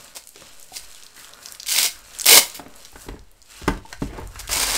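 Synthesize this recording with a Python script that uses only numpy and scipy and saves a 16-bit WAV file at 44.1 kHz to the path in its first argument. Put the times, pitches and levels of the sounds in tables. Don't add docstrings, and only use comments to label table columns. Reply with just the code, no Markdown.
import sys
import numpy as np
from scipy import signal
from scipy.fft import rfft, irfft
from scipy.io import wavfile

SR = 44100
rng = np.random.default_rng(int(sys.argv[2]) if len(sys.argv) > 2 else 0)


def wrap_up_sound(samples):
    columns = np.atleast_2d(samples).T
    tamed = np.clip(columns, -1, 1)
    steps = np.round(tamed * 32767).astype(np.int16)
    wavfile.write(sys.argv[1], SR, steps)


N = 210529

# start in seconds, blow level in dB before a shared trim,
# pitch in Hz of the hollow under the belt (table modes fade away from it), crack level in dB against the
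# blow before a trim, hollow level in dB against the table modes, boom level in dB before a trim.
KNOCKS = [(0.356, -36.5, 400, 3, 9, -70), (0.418, -33.5, 530, 3.5, 1, -51),
          (0.719, -29, 749, -26, 9.5, -51), (0.807, -48, 990, -3, 1, -51), (0.834, -43, 995, -20, 8, -67),
          (1.177, -34, 1990, -7, -2, -58), (2.593, -21.5, 706, -2, -7, -55),
          (2.66, -27.5, 332, 0, -16, -66), (2.928, -36, 790, 0, 4, -38.5),
          (2.956, -27.5, 1310, 3, -13, -52), (3.064, -29, 320, -8, -12, -30),
          (3.084, -17, 406, -3.5, -11, -35), (3.14, -23, 428, -13.5, -1.5, -37.5),
          (3.616, -26, 320, -2.5, -23, -29), (3.677, -1, 894, -2, -3.5, -22),
          (3.85, -27.5, 897, -12, 7.5, -52), (3.925, -27.5, 1856, 12.5, 7, -38),
          (4.019, -8.5, 306, -13, -9, -24), (4.129, -25.5, 316, -5, -6, -55),
          (4.184, -19.5, 905, -38, -1, -22), (4.355, -30.5, 1690, 11.5, 5, -46),
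          (4.491, -23, 1696, 12.5, -4, -33), (4.561, -17, 1100, 3, -9, -33), (4.678, -25, 1585, 6, 35, -42)]
# frequency in Hz, level in dB per Hz.
HOOK_COLOUR = [(940, -42), (1600, -3.5), (1730, -21), (1960, -19.5), (2130, -2.5), (2480, -15),
               (3090, -2.5), (4490, -1), (5430, -1.5), (6960, -3), (8760, 0), (9820, -7.5), (12500, -8),
               (13500, -5), (15700, -8.5)]


def from_db(db):
    return 10 ** (np.asarray(db) / 20)


def rms_one(x):
    return x / np.sqrt(np.mean(x ** 2, axis=-1, keepdims=True) + 1e-20)


def in_time(rows):
    start_s, *columns = np.transpose(rows)
    return [np.interp(np.arange(N) / SR, start_s, column) for column in columns]


def hump_db(hz, centre_hz, octaves):
    return -6.0 * (np.log2(hz / centre_hz) / octaves) ** 2


def coloured(spectrum, shape, lift_db=0):
    hz = np.fft.rfftfreq(shape[-1], 1 / SR) + 1
    table = np.array(spectrum)
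    level_db = np.interp(np.log(hz), np.log(table[:, 0]), table[:, 1], left=-90, right=-90)
    noise = rfft(rng.standard_normal(shape))
    return rms_one(irfft(noise * from_db(level_db + lift_db), shape[-1]))


def bursts(spectrum, t60_s, pitches_hz, octaves):
    age = np.arange(2048) / SR
    hz = np.fft.rfftfreq(2048, 1 / SR) + 1
    lift_db = np.maximum(hump_db(hz, np.array(pitches_hz)[:, None], octaves), -14.0)
    shapes = coloured(spectrum, (len(pitches_hz), 2048), lift_db) * from_db(-60 * age / t60_s)
    bass_cut = signal.butter(3, spectrum[1][0], "high", fs=SR, output="sos")
    shapes = signal.sosfilt(bass_cut, shapes)
    return shapes / np.sqrt(np.sum(shapes ** 2, axis=1, keepdims=True))


def shower(per_s, spread_db):
    per_s = np.clip(per_s, 30, SR / 2)
    sizes = from_db(spread_db * np.minimum(rng.exponential(1, N), 4))
    sizes = sizes / np.sqrt(np.mean(sizes ** 2))
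    happens = rng.random(N) < per_s / SR
    return sizes * happens * np.sqrt(SR / per_s)


def dealt(clicks, spectrum, t60_s, pitch_hz, low_hz, high_hz, scatter, octaves):
    bank_hz = np.geomspace(low_hz, high_hz, num=20)
    octave = np.log2(pitch_hz) + rng.normal(0, scatter, N)
    choice = np.round(np.interp(octave, np.log2(bank_hz), np.arange(len(bank_hz))))
    length = round(t60_s * SR)
    out = np.zeros(N)
    for k, shape in enumerate(bursts(spectrum, t60_s, bank_hz, octaves)):
        out += signal.oaconvolve(clicks * (choice == k), shape[:length])[:N]
    return out


def drift(rate):
    knots = rng.standard_normal(int(N / SR * 200) + 2)
    return np.interp(np.arange(N) / SR * rate, np.arange(len(knots)), knots)


def still_air():
    # frequency in Hz, level in dB.
    air_colour = [(59, -39), (100, -3.5), (288, -2), (630, 0), (762, -3), (2150, -7), (11700, -23),
                  (15700, -25)]
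    sway_colour = [(1, 0.5), (3, 1), (10, -29), (22, -30.5)]
    return from_db(-62) * coloured(air_colour, (N,)) + from_db(-50) * coloured(sway_colour, (N,))


def boom():
    # time in seconds, level in dB.
    rumble = [(0.0, -62), (0.7, -72.5), (1.9, -57), (2.6, -56.5), (2.9, -63), (4.2, -54), (4.4, -36),
              (4.77, -40.5)]
    # frequency in Hz, level in dB per Hz.
    boom_colour = [(22, -22), (33, -3), (42, 0), (55, -3), (75, -12), (115, -13), (150, -40)]
    rise_s, t60_s = 0.031, 0.42
    t = np.arange(N) / SR
    power = from_db(in_time(rumble)[0]) ** 2
    for start_s, *_, boom_db in KNOCKS:
        age = np.maximum(t - start_s, 0)
        swell = 1 - np.exp(-age / rise_s)
        power = power + (swell * from_db(boom_db + 1.5 - 60 * age / t60_s)) ** 2
    return np.sqrt(power) * coloured(boom_colour, (N,))


def handling():
    # time in seconds, bright rustle level in dB before a trim, its pitch
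    # in Hz, dull rub level in dB before a trim, its pitch in Hz.
    grip = [(0.0, -42.5, 5500, -45.5, 750), (0.15, -50.5, 5100, -54.5, 1110),
            (0.238, -54.5, 8000, -71, 1250), (0.29, -51, 8150, -80, 1200), (0.325, -54, 6840, -75, 556),
            (0.366, -47.5, 4210, -52.5, 522), (0.49, -45.5, 4660, -51.5, 980),
            (0.65, -45.5, 6290, -58, 800), (0.8, -46, 5410, -54.5, 1037), (1.02, -46.5, 5160, -52.5, 1068),
            (1.132, -51.5, 5150, -58, 1220), (1.18, -40, 6050, -43.5, 1476),
            (1.326, -49.5, 4830, -49, 1038), (1.5, -43, 7470, -45.5, 1150), (1.59, -52, 4900, -54, 1288),
            (1.94, -48, 5400, -48, 1316), (2.04, -49, 5160, -52.5, 990), (2.18, -42, 5370, -44, 1213),
            (2.47, -41, 5300, -48, 1014), (2.66, -56.5, 4750, -47, 497), (2.79, -44.5, 6060, -49, 892),
            (2.858, -44.5, 4430, -54.5, 1053), (2.905, -54.5, 5400, -59, 803),
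            (3.017, -43, 8040, -49, 1070), (3.17, -63, 5600, -46, 470), (3.26, -63.5, 5460, -84.5, 442),
            (3.44, -61.5, 5650, -80, 713), (3.512, -41, 5180, -50.5, 1110), (3.64, -45, 4200, -45.5, 1130),
            (3.78, -49.5, 3740, -41, 379), (3.81, -59.5, 3760, -66, 360), (3.915, -43, 5570, -50, 870),
            (3.99, -59, 5900, -61, 1450), (4.02, -41, 4860, -50, 385), (4.12, -51, 4120, -38, 400),
            (4.19, -46.5, 3880, -34, 603), (4.28, -53, 5750, -51.5, 709), (4.4, -45.5, 5640, -45.5, 1337)]
    # frequency in Hz, level in dB per Hz.
    rustle_colour = [(880, -61), (1500, -26), (2290, 3.5), (2650, 7.5), (3890, 0.5), (5220, -1.5),
                     (8530, 1), (9980, -4.5), (13500, -2), (15700, -8)]
    rub_colour = [(53, -43), (90, -52), (211, 11), (385, 3.5), (452, 8), (969, -0.5), (1420, 2.5),
                  (1640, 6.5), (3000, -6), (3900, -72.5), (6600, -120)]
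    bright_db, bright_hz, dull_db, dull_hz = in_time(grip)
    bright = shower(2300.0, spread_db=0.5) * from_db(bright_db - 3.0 + 2.3 * drift(37))
    dull = shower(1500.0, spread_db=3.0) * from_db(dull_db - 3.5 + 0.7 * drift(34))
    stray = shower(35.0, spread_db=3.5) * from_db(bright_db - 8)
    rustle = dealt(bright, rustle_colour, 0.0045, bright_hz, 2200, 14000, scatter=0.37, octaves=1.0)
    stray_snaps = dealt(stray, HOOK_COLOUR, 0.0061, bright_hz, 2500, 12000, scatter=0.69, octaves=1.0)
    rub = dealt(dull, rub_colour, 0.021, dull_hz, 200, 2500, scatter=0.27, octaves=0.62)
    return rustle + stray_snaps + rub


def knocks():
    # frequency in Hz, level in dB, own 60 dB fade time in seconds
    table_modes = [(123.6, -9.5, 0.23), (192.5, -6.5, 0.3), (291.2, -5.5, 5.0), (387, -6.5, 0.16),
                   (459, -15, 0.5), (621, -10, 0.1), (808, -17.5, 0.38), (894, -7.5, 0.062),
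                   (1013, -17, 0.63), (1153, -14, 0.18), (1415, -32, 0.18), (1325, -13.5, 0.074),
                   (1600, -35, 0.68), (1695, -16.5, 0.14), (1710, -41, 0.42), (2027, -17.5, 0.31),
                   (2150, -26, 0.39), (2160, -41, 0.14), (2350, -44, 0.14), (2420, -33, 0.54)]
    # frequency in Hz, level in dB per Hz.
    crack_colour = [(250, -36), (500, 6), (1500, 12.5), (4000, -1.5), (12000, -13)]
    faint_damp_s, full_damp_s = 0.06, 0.15
    age = np.arange(SR // 3) / SR
    out = np.zeros(N + len(age))
    hz, level_db, t60_s = np.transpose(table_modes)[:, :, None]
    chance_db = rng.normal(0, 2, (len(KNOCKS), len(table_modes), 1))
    phases = rng.uniform(0, 2 * np.pi, chance_db.shape)
    cracks = bursts(crack_colour, 0.05, np.array(KNOCKS)[:, 2], octaves=8.6)
    contact = 1 - np.exp(-(age / 0.0013) ** 2)
    late = round(.0025 * SR)
    for row, own_db, phase, crack in zip(KNOCKS, chance_db, phases, cracks):
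        start_s, peak_db, hollow_hz, crack_db, hollow_db, _ = row
        damp_s = faint_damp_s + (full_damp_s - faint_damp_s) * from_db(peak_db / 2)
        fade_per_s = 1 / np.clip(t60_s, .03, .3) + (hz / 600) ** 0.26 / damp_s
        octaves = np.where(hz < hollow_hz, 3.1, 2.12)
        mode_db = level_db + own_db + hump_db(hz, hollow_hz, octaves) - 60 * age * fade_per_s
        modes = np.sum(from_db(mode_db) * np.sin(2 * np.pi * hz * age + phase), axis=0)
        hollow = from_db(hollow_db - 60 * age / 0.072) * np.sin(2 * np.pi * hollow_hz * age)
        blow = contact * (hollow + modes)
        blow = blow / np.abs(blow).max()
        blow[late:late + len(crack)] += from_db(crack_db - 2.5) * crack / np.abs(crack).max()
        at = round(start_s * SR)
        out[at:at + len(age)] += from_db(peak_db - 4.5) * blow
    return out[:N]


def snaps():
    # start in seconds, peak level in dB before a shared trim, pitch in Hz.
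    lone_hooks = [(0.0453, -26, 8790), (0.163, -17, 6540), (0.169, -15, 6900), (0.2727, -18, 8650),
                  (0.2907, -20, 8240), (0.36, -23, 4140), (0.598, -24, 8600), (0.628, -23, 8500),
                  (0.748, -24, 8860), (0.769, -12, 6200), (0.959, -28, 3640), (1.035, -23, 6600),
                  (1.0654, -23, 4130), (1.1711, -28, 3570), (1.2455, -23, 3650), (1.3353, -22, 4800),
                  (1.4293, -29, 4850), (1.4594, -12.5, 5000), (1.486, -20.5, 4500), (1.5226, -13.5, 8900),
                  (1.553, -22.5, 8630), (1.5989, -16, 4630), (1.602, -14.5, 5000), (1.6315, -13, 5040),
                  (1.6577, -31, 4340), (1.6634, -15, 7360), (1.6836, -12, 4800), (1.696, -10, 8300),
                  (1.707, -8, 5100), (1.727, -3, 8100), (2.15, -22.5, 4740), (2.188, -9, 8700),
                  (2.1977, -7, 7400), (2.2104, -7.5, 5930), (2.217, -3, 7840), (2.243, -11, 4000),
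                  (2.7605, -25, 8800), (2.85, -21, 4100), (2.9183, -27, 12800), (3.019, -24, 8520),
                  (3.0898, -27.5, 3180), (3.193, -28.5, 5410), (3.3148, -31.5, 11450),
                  (3.4177, -27.5, 5570), (3.4264, -31, 7200), (3.6782, -15.5, 3080), (3.9284, -14, 5250),
                  (4.274, -25, 8240), (4.393, -18, 6400), (4.4022, -15.5, 5840), (4.4748, -16.5, 7540),
                  (4.479, -16, 3220), (4.518, -16, 5690), (4.5303, -2, 6740), (4.625, -12, 6100),
                  (4.6955, -11, 6190)]
    out = np.zeros(N + 2048)
    shapes = bursts(HOOK_COLOUR, 0.0071, np.array(lone_hooks)[:, 2], octaves=0.58)
    for (start_s, peak_db, _), snap in zip(lone_hooks, shapes):
        at = round(start_s * SR)
        out[at:at + 2048] += from_db(peak_db - 4.5) * snap / np.abs(snap).max()
    return out[:N]


def pull():
    # start in seconds, rise, hold and fall in seconds, hooks in dB at full pull before a trim,
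    # webbing in dB against the hooks at full pull halfway along, hook pitch in Hz at full pull, webbing
    # pitch in Hz at the start and at the end, lift of the top in dB halfway along.
    rip_rows = [(0.146, 0.021, .004, 0.027, -33.5, -6, 6360, 832, 886, -3),
                (0.718, 0.051, 0.0058, 0.0085, -32, -15, 5870, 690, 785, 0),
                (1.653, 0.13, 0.072, .035, -15, -16.5, 4306, 1293, 897, 2),
                (2.24, .055, .085, .022, -6, -11.5, 4215, 1102, 479, 4),
                (2.544, 0.0034, .004, 0.052, -29.5, -11, 5130, 920, 690, 4),
                (4.382, .018, 0.0047, 0.018, -34.5, -5, 5400, 1216, 1150, 2),
                (4.475, 0.051, 0.25, 0.086, -22.5, -6.5, 5530, 1210, 998, -3)]
    swell_db, sink_db = 17.5, 17.5
    weak_per_s, full_per_s = 230, 1900
    t = np.arange(N) / SR
    out = np.tile([[-200.], [0], [5000], [1000], [0], [1000]], N)
    for start_s, rise_s, hold_s, fall_s, peak_db, webbing_db, hook_hz, start_hz, end_hz, top_db in rip_rows:
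        age = t - start_s
        along = age / (rise_s + hold_s + fall_s)
        weak = np.clip(1 - age / rise_s, 0, 1) ** 1.34
        letting_go = np.clip((age - rise_s - hold_s) / fall_s, 0, 1) ** 0.91
        course = [
            peak_db - swell_db * weak - sink_db * letting_go,
            webbing_db + 3.5 * (along - .5) - 5.5 * (weak + letting_go),
            hook_hz * 2 ** (0.13 * weak),
            start_hz + (end_hz - start_hz) * along,
            top_db - 2 * (along - .5),
            full_per_s * (weak_per_s / full_per_s) ** weak]
        out = np.where((along > 0) & (along < 1), course, out)
    return out


def rips():
    # frequency in Hz, level in dB per Hz.
    webbing_colour = [(130, -41), (220, -11.5), (309, -7), (361, -10.5), (587, -3), (651, -11), (1040, -8),
                      (1370, -11), (2600, -4), (3380, -35.5), (5720, -120)]
    hooks_db, webbing_db, hook_hz, webbing_hz, top_db, per_s = pull()
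    clumps_db = 1.6 * drift(90) + 1.2 * drift(30)
    clicks = shower(per_s, spread_db=3) * from_db(hooks_db + clumps_db - 2.0)
    hooks = dealt(clicks, HOOK_COLOUR, 0.015, hook_hz, 2500, 14000, scatter=.7, octaves=1.78)
    top = signal.sosfilt(signal.butter(2, 9500, "high", fs=SR, output="sos"), hooks)
    shakes = clicks * from_db(webbing_db)
    webbing = dealt(shakes, webbing_colour, 0.011, webbing_hz, 250, 2000, scatter=.6, octaves=0.26)
    return hooks + (from_db(top_db) - 1) * top + webbing


def room(x):
    low_t60_s, treble_t60_s, first_echo_s, level_db = 0.25, 0.24, 0.004, -8
    age = np.arange(SR // 2) / SR
    noise = rng.standard_normal(len(age))
    low = signal.sosfilt(signal.butter(2, 8000, fs=SR, output="sos"), noise)
    treble = noise - low
    tail = low * from_db(-60 * age / low_t60_s) + treble * from_db(-60 * age / treble_t60_s)
    tail = tail * (age > first_echo_s)
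    tail = tail / np.sqrt(np.sum(tail ** 2))
    return from_db(level_db) * signal.oaconvolve(x, tail)[:N]


def scene():
    near = handling() + knocks() + snaps() + rips()
    return (still_air() + boom() + near + room(near))[None]


def record(dry):
    top_cut = signal.ellip(14, .3, 85, 15750, fs=SR, output="sos")
    return signal.sosfilt(top_cut, np.clip(dry, -1, 1))


dry = scene()
out = record(dry)
wrap_up_sound(out)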